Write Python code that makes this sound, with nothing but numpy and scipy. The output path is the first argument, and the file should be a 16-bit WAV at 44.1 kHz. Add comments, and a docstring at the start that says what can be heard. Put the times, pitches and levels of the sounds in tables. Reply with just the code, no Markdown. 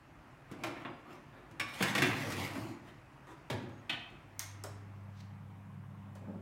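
"""Baking tray into the oven

A steel tray knocks, scrapes and faintly squeaks along the rack, ringing its sheet and the oven box.
The hinge rubs, the door thuds shut, its catch clanks and a knob clicks twice. Mains hum fades in
over the kitchen's murmur; a hand brushes the counter and a small dish is nudged, with a faint click.
One microphone, hard walls."""
import sys
import numpy as np
from scipy import signal
from scipy.fft import rfft, irfft, next_fast_len
from scipy.io import wavfile
from scipy.ndimage import uniform_filter1d, map_coordinates

SR = 44100
rng = np.random.default_rng(int(sys.argv[2]) if len(sys.argv) > 2 else 0)


def dump(signal):
    """Clip the signal to [-1, 1] and save it as 16-bit WAV at the path in sys.argv[1]."""
    limited = np.clip(np.atleast_2d(signal).T, -1, 1)
    pcm = np.round(limited * 32767).astype(np.int16)
    wavfile.write(sys.argv[1], SR, pcm)


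N = 282989

# oven box modes: f/Hz, width/Hz, level/dB
OVEN_MODES = [(103, 11.7, 4.5), (139.6, 12, 1.5), (189.4, 12, -1), (272, 89, -3), (365.7, 10.7, -1.5)]


def amp(db):
    """dB to gain."""
    return 10 ** (np.asarray(db) / 20)


def unit(x):
    """Scale to rms 1."""
    return x / np.sqrt(np.mean(x ** 2) + 1e-20)


def along(points, hz):
    """Interpolate (f/Hz, value) points on a log axis."""
    f, v = np.transpose(points)
    return np.interp(np.log(hz + 1), np.log(f + 1), v)


def wobble(rate_hz):
    """Smooth random curve, rate_hz knots a second."""
    knots = rng.standard_normal(int(N * rate_hz / SR) + 4)
    return map_coordinates(knots, [np.arange(N) * rate_hz / SR])


def envelope(start_s, length_s, rise_s, fall_s):
    """Linear rise, hold, exponential release."""
    t = np.arange(N) / SR - start_s
    return np.clip(t / rise_s, 0, 1) * np.exp(-np.clip(t - length_s, 0, None) / fall_s)


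def filtered(x, response):
    """Apply a complex frequency response."""
    m = next_fast_len(x.shape[-1] + SR // 2)
    return irfft(rfft(x, m) * response(np.fft.rfftfreq(m, 1 / SR)), m)[..., :x.shape[-1]]


def resonances(peaks):
    """Response of (f/Hz, width/Hz, level/dB) resonators, alternating in sign."""
    return lambda f: sum((-1) ** k * amp(db) * 1j * f * w / (c * c - f * f + 1j * f * w)
                         for k, (c, w, db) in enumerate(peaks))


def minimum_phase(gain):
    """Shortest impulse response with this gain on an FFT grid."""
    cepstrum = irfft(np.log(gain + 1e-6))
    half = len(cepstrum) // 2
    cepstrum[1:half] *= 2
    cepstrum[half + 1:] = 0
    return irfft(np.exp(rfft(cepstrum)))


def dying_noise(gain, t60_s, size):
    """Coloured noise; each octave decays at its own rate."""
    hz, t = np.fft.rfftfreq(size, 1 / SR), np.arange(size) / SR
    centres_hz = 62.5 * 2. 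** np.arange(9)
    share = np.clip(1 - abs(np.log2((hz + 1) / centres_hz[:, None])), 0, 1)
    bands = irfft(rfft(rng.standard_normal(size)) * gain(hz) * share, size)
    return np.sum(bands * amp(-60 * t / t60_s(centres_hz)[:, None]), axis=0)


def patchy(x, depth_db):
    """Random patches of gain over time and frequency."""
    z = signal.stft(x, nperseg=512)[2]
    field = uniform_filter1d(rng.standard_normal(z.shape), size=5, axis=-2)
    field = uniform_filter1d(field, size=10, axis=-1)
    return signal.istft(z * amp(depth_db * unit(field)), nperseg=512)[1][..., :N]


def position(start_s=4.32, length_s=0.97):
    """Listener's move: 0 by the stove, 1 by the counter."""
    return np.clip((np.arange(N) / SR - start_s) / length_s, 0, 1)


def coupling_db(s, mouth_db=-6, enter_s=1.23, length_s=0.39):
    """The lowest box modes speak less while the tray is at the oven's mouth."""
    return mouth_db * (1 - np.clip((s - enter_s) / length_s, 0, 1))


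def kitchen(x, wet_db):
    """Add wall reverberation; things move, so each 0.2 s gets a new tail."""
    # room decay: f/Hz, t60/s
    room_t60 = [(100, 0.97), (500, 0.73), (2000, 0.68), (6000, 0.48), (14000, 0.21)]
    step, predelay, wet = SR // 5, 90, np.zeros(N + 2 * SR)
    for start in range(0, N, step):
        block = x[start:start + step]
        if block.any():
            impulse = dying_noise(np.ones_like, lambda hz: along(room_t60, hz), size=28800)
            tail = signal.fftconvolve(block, impulse / np.linalg.norm(impulse))
            wet[start + predelay:][:len(tail)] += tail
    return x + amp(wet_db) * wet[:N]


def murmur(stove_db=-57, counter_db=-60.5, settle_s=0.13):
    """Gas and simmering by the stove give way to a thinner hush by the counter."""
    # air by the stove: f/Hz, density/dB
    stove_spectrum = [(25, -30), (45, -2), (80, -8), (135, 1.5), (206, -11), (301, -5.5), (451, -17.5),
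                      (624, -12), (1290, -14), (2600, -21.5), (3600, -32.5), (7000, -38.5), (16000, -47.5)]
    # air by the counter: f/Hz, density/dB
    hush_spectrum = [(25, -22), (55, -3), (250, -8.5), (450, -14), (1050, -8.5), (1400, -14.5),
                     (2500, -21.5), (4200, -35), (16000, -42)]
    stove_noise, hush_noise = patchy(rng.standard_normal((2, N)), depth_db=1.4)
    gas = unit(filtered(stove_noise, lambda hz: amp(along(stove_spectrum, hz))))
    gas *= amp(stove_db - 2 * np.exp(-np.arange(N) / SR / settle_s))
    hush = amp(counter_db) * unit(filtered(hush_noise, lambda hz: amp(along(hush_spectrum, hz))))
    return np.sqrt(1 - position()) * gas + np.sqrt(position()) * hush


def hum(hum_hz=100, octave_db=-59, drone_db=-54.5):
    """Twice the mains frequency and its octave, unsteady, over a low lumpy drone."""
    # fundamental's swell: t/s, level/dB
    swell = [(4.25, -67), (4.45, -52), (4.8, -48), (5.6, -53.5), (6.42, -50.5)]
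    t = np.arange(N) / SR
    times_s, levels_db = np.transpose([(swell[0][0] - .1, -90)] + swell)
    phase = 2 * np.pi * hum_hz * t + .3 * wobble(5)
    fundamental = amp(np.interp(t, times_s, levels_db) + wobble(12)) * np.sin(phase)
    octave = position() * amp(octave_db + 1.6 * wobble(10)) * np.sin(2 * phase)
    frame = resonances([(136.5, 22.3, 0), (187, 24, -2.5), (270, 42, -8.5)])
    drone = unit(filtered(rng.standard_normal(N), lambda hz: frame(hz) ** 2))
    return np.sqrt(2) * (fundamental + octave) + position() * amp(drone_db) * drone


def hand_brush(peak_s=5.21, level_db=-60, rise_s=0.034, fall_s=0.0088):
    """Skin rubs the counter: a hiss that swells and stops."""
    # skin friction: f/Hz, density/dB
    skin_spectrum = [(1800, -10), (3500, -5), (6000, -11), (10000, -28)]
    friction = rng.standard_normal(N) * amp(2.5 * wobble(120))
    hiss = unit(filtered(friction, lambda hz: amp(along(skin_spectrum, hz))))
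    t = np.arange(N) / SR - peak_s
    return amp(level_db) * np.exp(np.where(t < 0, t / rise_s, -t / fall_s)) * hiss


def dish_nudge(cutoff_hz=900):
    """Soft pushes on a dish make the counter thump."""
    # bumps: t/s, relative level/dB
    bumps = [(6.217, -33), (6.288, -26), (6.35, -29)]
    # worktop modes: f/Hz, width/Hz, level/dB
    counter_modes = [(201, 37, 4.5), (410, 60, -7), (574, 56, -4), (950, 41, -13)]
    push, window = np.zeros(N), np.hanning(3600)
    for s, db in bumps:
        burst = rng.standard_normal(len(window)) * window
        push[round(s * SR) - 1500:][:len(burst)] += amp(db + 3) * burst
    return filtered(push, lambda hz: resonances(counter_modes)(hz) / (1 + 1j * hz / cutoff_hz) ** 2)


def clicks(chatter_s=0.002, clunk_rise_s=0.0018, clunk_t60_s=0.14):
    """Plastic snaps with brief chatter, then a duller clunk from the housing."""
    # clicks: t/s, peak/dB, relative clunk/dB, chatter/0-1, clunk pitch/ratio
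    events = [(4.394, -16.5, -32.5, 0.14, 3.35), (4.638, -33, -15, 0.32, 1), (6.153, -50.5, -8, 0.45, 1)]
    # plastic snap: f/Hz, density/dB
    snap_spectrum = [(1100, -20), (2050, -3.5), (2700, -25), (5500, 3), (7500, 2), (11000, -5),
                     (16500, -9.5)]
    # housing modes: f/Hz, width/Hz, level/dB
    housing_modes = [(295, 92, 21), (603, 133, 18), (1040, 350, 9)]
    out, t = np.zeros(N + SR), np.arange(SR // 4 - 1) / SR
    snap_impulse = minimum_phase(amp(along(snap_spectrum, np.fft.rfftfreq(len(t), 1 / SR))))
    housing = resonances(housing_modes)
    for s, db, clunk_db, chatter, pitch in events:
        contact = (t == 0) + rng.standard_normal(len(t)) * chatter * np.exp(-t / chatter_s)
        snap = signal.fftconvolve(contact, snap_impulse)[:len(t)]
        rattle = rng.standard_normal(len(t)) * amp(-60 * t / clunk_t60_s)
        rattle *= 1 - np.exp(-t / clunk_rise_s)
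        clunk = filtered(rattle, lambda hz: housing(hz / pitch) * (hz / (hz + 300 * pitch)) ** 2)
        click = snap / abs(snap).max() + amp(clunk_db) * clunk / np.std(clunk[:1500])
        out[round(s * SR):][:len(t)] += amp(db) * click
    return out[:N]


def blows(hits, modes, spectrum, rise_s, boom_rise_s, t60_scale, bass_db, body_db):
    """Struck steel: clear modes at random strengths, a haze of close ones, the oven box's boom."""
    # decay of haze and boom: f/Hz, unscaled t60/s
    steel_t60 = [(100, 0.14), (500, 0.23), (2000, 0.13), (6000, 0.083), (14000, 0.056)]
    out, t, box = np.zeros(N + SR), np.arange(SR // 2) / SR, resonances(OVEN_MODES)
    t60_s = lambda hz: t60_scale * along(steel_t60, hz)
    for s, db, boom_db, edge_db, clang_db in hits:
        body = [(1100, body_db + min(boom_db, 0)), (1700, 0)]  # heavy contact fills the low modes
        edge = [(3500, 0), (6000, edge_db - along(spectrum, 5130))]  # hard contact adds treble
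        haze = dying_noise(lambda hz: amp(along(spectrum, hz) + along(body + edge, hz)), t60_s, len(t))
        bass = [(100, bass_db + coupling_db(s)), (400, 0)]
        boom = dying_noise(lambda hz: abs(box(hz)) * amp(along(bass, hz)), t60_s, len(t))
        boom *= 1 - np.exp(-t / boom_rise_s)
        boom *= amp(boom_db + coupling_db(s)) / np.std(boom[:2000])
        draws = rng.standard_normal((len(modes), 2))
        drifts = np.cumsum(.006 * rng.standard_normal((len(modes), len(t))), axis=1)  # loose contact
        clang = np.zeros(len(t))
        for (hz, mode_db, mode_t60_s), (strength, phase), drift in zip(modes, draws, drifts):
            ring_db = mode_db + along(body, hz) / 2 + 3.6 * strength - 60 * t / mode_t60_s
            clang += amp(ring_db) * np.sin(2 * np.pi * (hz * t + phase + drift))
        strike = (haze / np.std(haze[:400]) + amp(clang_db) * clang) * (1 - np.exp(-t / rise_s))
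        out[round(s * SR):][:len(t)] += amp(db - 9.5) * (strike + boom)
    return out[:N]


def hinge(level_db=-51.5):
    """A short rub through the hinge's resonances as the door lifts."""
    # hinge modes: f/Hz, width/Hz, level/dB
    hinge_modes = [(340, 42, 5.5), (1020, 190, -1.5), (1880, 500, -12), (3600, 300, -16.5),
                   (6960, 2400, -28)]
    rub = unit(filtered(rng.standard_normal(N) * amp(1.4 * wobble(60)), resonances(hinge_modes)))
    return amp(level_db) * envelope(start_s=3.268, length_s=0.06, rise_s=0.0026, fall_s=0.012) * rub


def door():
    """The heavy panel slams and rebounds."""
    # impacts, relative levels: t/s, level/dB, boom/dB, edge/dB, clang/dB
    slams = [(3.5, -26, -6.5, -19.5, -12.5), (3.527, -36.5, 4.5, -17, -3.5), (3.622, -51, 14, -20, -16),
             (3.688, -54, 7, -13, -9)]
    # clear panel modes: f/Hz, level/dB, t60/s
    panel_modes = [(370, 0, 0.25), (546, -0.5, 0.28), (837, 0.5, 0.39), (940, -3, 0.3), (1714, -1, 0.16)]
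    # close panel modes: f/Hz, density/dB
    panel_spectrum = [(200, -18), (450, 0.5), (800, -8), (1360, -11.5), (3430, -12.5), (16000, -30)]
    return blows(slams, panel_modes, panel_spectrum,
                 rise_s=0.0011, boom_rise_s=0.012, t60_scale=1.08, bass_db=7, body_db=4.5)


def door_catch():
    """The catch springs home and bounces."""
    # impacts, relative levels: t/s, level/dB, boom/dB, edge/dB, clang/dB
    clanks = [(3.894, -22, -21.5, -26.5, -3), (3.923, -28, -16, -31, -6), (4.0985, -54.5, 7.5, -4, -10)]
    # clear spring modes: f/Hz, level/dB, t60/s
    spring_modes = [(670, -14, .12), (1515, -8, .09), (1747, -7, .14), (1960, -10, .1), (2509, -4, .1),
                    (2584, 2, .07), (3083, 1, .06), (3200, 2, .08), (3450, -5, .08), (3730, -9, .07),
                    (4290, -7, .09)]
    # close spring modes: f/Hz, density/dB
    spring_spectrum = [(300, -32), (700, -10.5), (1140, -15.5), (2000, -9), (3000, -4.5), (4300, -6.5),
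                       (4800, -15.5), (6500, -9.5), (16000, -25)]
    return blows(clanks, spring_modes, spring_spectrum,
                 rise_s=0.0045, boom_rise_s=0.0034, t60_scale=0.75, bass_db=-2, body_db=19)


def squeaks():
    """Faint broken whistles where steel rubs steel."""
    # whistles: t/s, length/s, f/Hz, level/dB
    whistles = [(.85, .13, 4870, -73), (2.64, .14, 4095, -73), (2.64, .12, 6840, -76),
                (2.84, .12, 3680, -79), (3.69, .17, 6570, -85)]
    out, t = np.zeros(N), np.arange(N) / SR
    for s, length_s, hz, db in whistles:
        swell = np.sin(np.pi * np.clip((t - s) / length_s, 0, 1))
        out += amp(db + 6 * wobble(40)) * swell * np.sin(2 * np.pi * hz * t + 1.1 * wobble(120))
    return out


def scrape(modes, spectrum, snag_rate_hz=700):
    """Tiny irregular snags on the rack's wires shake the sheet and the oven box."""
    # pushes: t/s, length/s, level/dB, relative boom/dB, relative edge/dB
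    strokes = [(0.476, 0.34, -61, 4.5, -20), (1.043, 0.091, -63.5, 14, -52), (1.314, 0.042, -62.5, 5, -47),
               (1.66, 0.24, -50, -5.5, -9.5), (1.798, 0.14, -39.5, -3.5, -13), (1.929, 0.2, -45, 6.5, -8.5),
               (2.148, 0.3, -44.5, -3.5, -10), (2.488, 0.16, -60, 15.5, -2.5),
               (2.811, 0.051, -60, -7.5, -12.5)]
    snags = (rng.random(N) < snag_rate_hz / SR) * amp(3.1 * rng.standard_normal(N))
    snags *= rng.choice([-1, 1], N)
    friction = (.8 * unit(snags) + rng.standard_normal(N)) * amp(3.2 * wobble(35))
    rasp = patchy(friction, depth_db=2.5)
    rub = patchy(friction, depth_db=5)  # the contact wanders over the sheet
    sheet = lambda hz: amp(along(spectrum, hz))
    lowpass = lambda hz, cutoff_hz: 1 / (1 + (hz / cutoff_hz) ** 8)
    ringing = resonances([(hz, 80, db) for hz, db, _ in modes])
    body = unit(filtered(rub, lambda hz: sheet(hz) * lowpass(hz, 4200)))
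    body += .3 * unit(filtered(patchy(snags, depth_db=5), ringing))
    edge = unit(filtered(rasp, lambda hz: sheet(hz) * (1 - lowpass(hz, 4200))))
    box_db = coupling_db(np.arange(N) / SR)
    belly = unit(filtered(rub, lambda hz: sheet(hz) * lowpass(hz, 1300)))
    belly *= amp(-11 - box_db)  # low sheet modes, freer while the tray overhangs
    box_low = filtered(rub, resonances(OVEN_MODES[:3]))
    box_high = filtered(rub, resonances(OVEN_MODES[3:]))
    boom = unit(amp(2 * box_db) * box_low - box_high)
    return sum(amp(db) * envelope(s, length_s, rise_s=0.06, fall_s=0.053)
               * (body + amp(boom_db) * (boom + belly) + amp(edge_db) * edge)
               for s, length_s, db, boom_db, edge_db in strokes)


def tray():
    """The thin steel sheet drags and knocks along the rack."""
    # impacts, relative levels: t/s, level/dB, boom/dB, edge/dB, clang/dB
    knocks = [(0.513, -49.5, 18, 0.5, -4), (0.636, -26.5, -4, -14.5, -19), (0.668, -34, 2.5, -17, -20),
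              (0.8492, -32.5, -1.5, -46, -25), (1.5106, -52.5, 6.5, -6.5, -17),
              (1.5973, -25, -14.5, -15.5, -5.5), (1.8055, -28.5, 1.5, -20, -10),
              (1.8239, -19.5, -15, -11.5, -19), (1.9507, -21.5, -13, -14.5, -12),
              (1.9792, -22.5, -12.5, -14.5, -8), (2.02, -18, -13, -14, -8.5),
              (2.036, -21.5, -12.5, -36, -12), (2.112, -31, -15, -24, -15), (2.321, -30.5, -8.5, -9, -24),
              (2.5535, -36, -0.5, -41, -18)]
    # clear sheet modes: f/Hz, level/dB, t60/s
    sheet_modes = [(1137, -3, .2), (1594, -6, .15), (1875, 0, .06), (2165, 8, .045), (2240, -5, .2),
                   (2420, 1, .07), (2704, -8, .15), (3520, -11, .2), (5375, -14, .25)]
    # close sheet modes: f/Hz, density/dB
    sheet_spectrum = [(260, -35), (450, -4), (680, -2), (1260, -3), (2330, -2), (3050, -7.5), (8930, -15),
                      (16000, -21.5)]
    drag = scrape(sheet_modes, sheet_spectrum)
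    return drag + blows(knocks, sheet_modes, sheet_spectrum,
                        rise_s=0.00071, boom_rise_s=0.0039, t60_scale=1, bass_db=-1, body_db=5)


def scene():
    """Contact sounds in the kitchen, over hum and murmur; mono."""
    contacts = tray() + door() + door_catch() + hinge() + squeaks() + hand_brush() + dish_nudge()
    in_room = kitchen(contacts, wet_db=-5) + kitchen(clicks(), wet_db=-3)
    low_cut_hz = 88.6  # steep low cut: knocks and clicks lose their deep bass
    low_cut = lambda hz: (hz * hz / (hz * hz - low_cut_hz ** 2 - 1.2j * hz * low_cut_hz)) ** 2
    return (filtered(in_room, low_cut) + hum() + murmur())[None]


def record(dry):
    """Brick-wall low-pass."""
    top_hz = 15850
    return filtered(dry, lambda hz: hz < top_hz)


dry = scene()
out = record(dry)
dump(out)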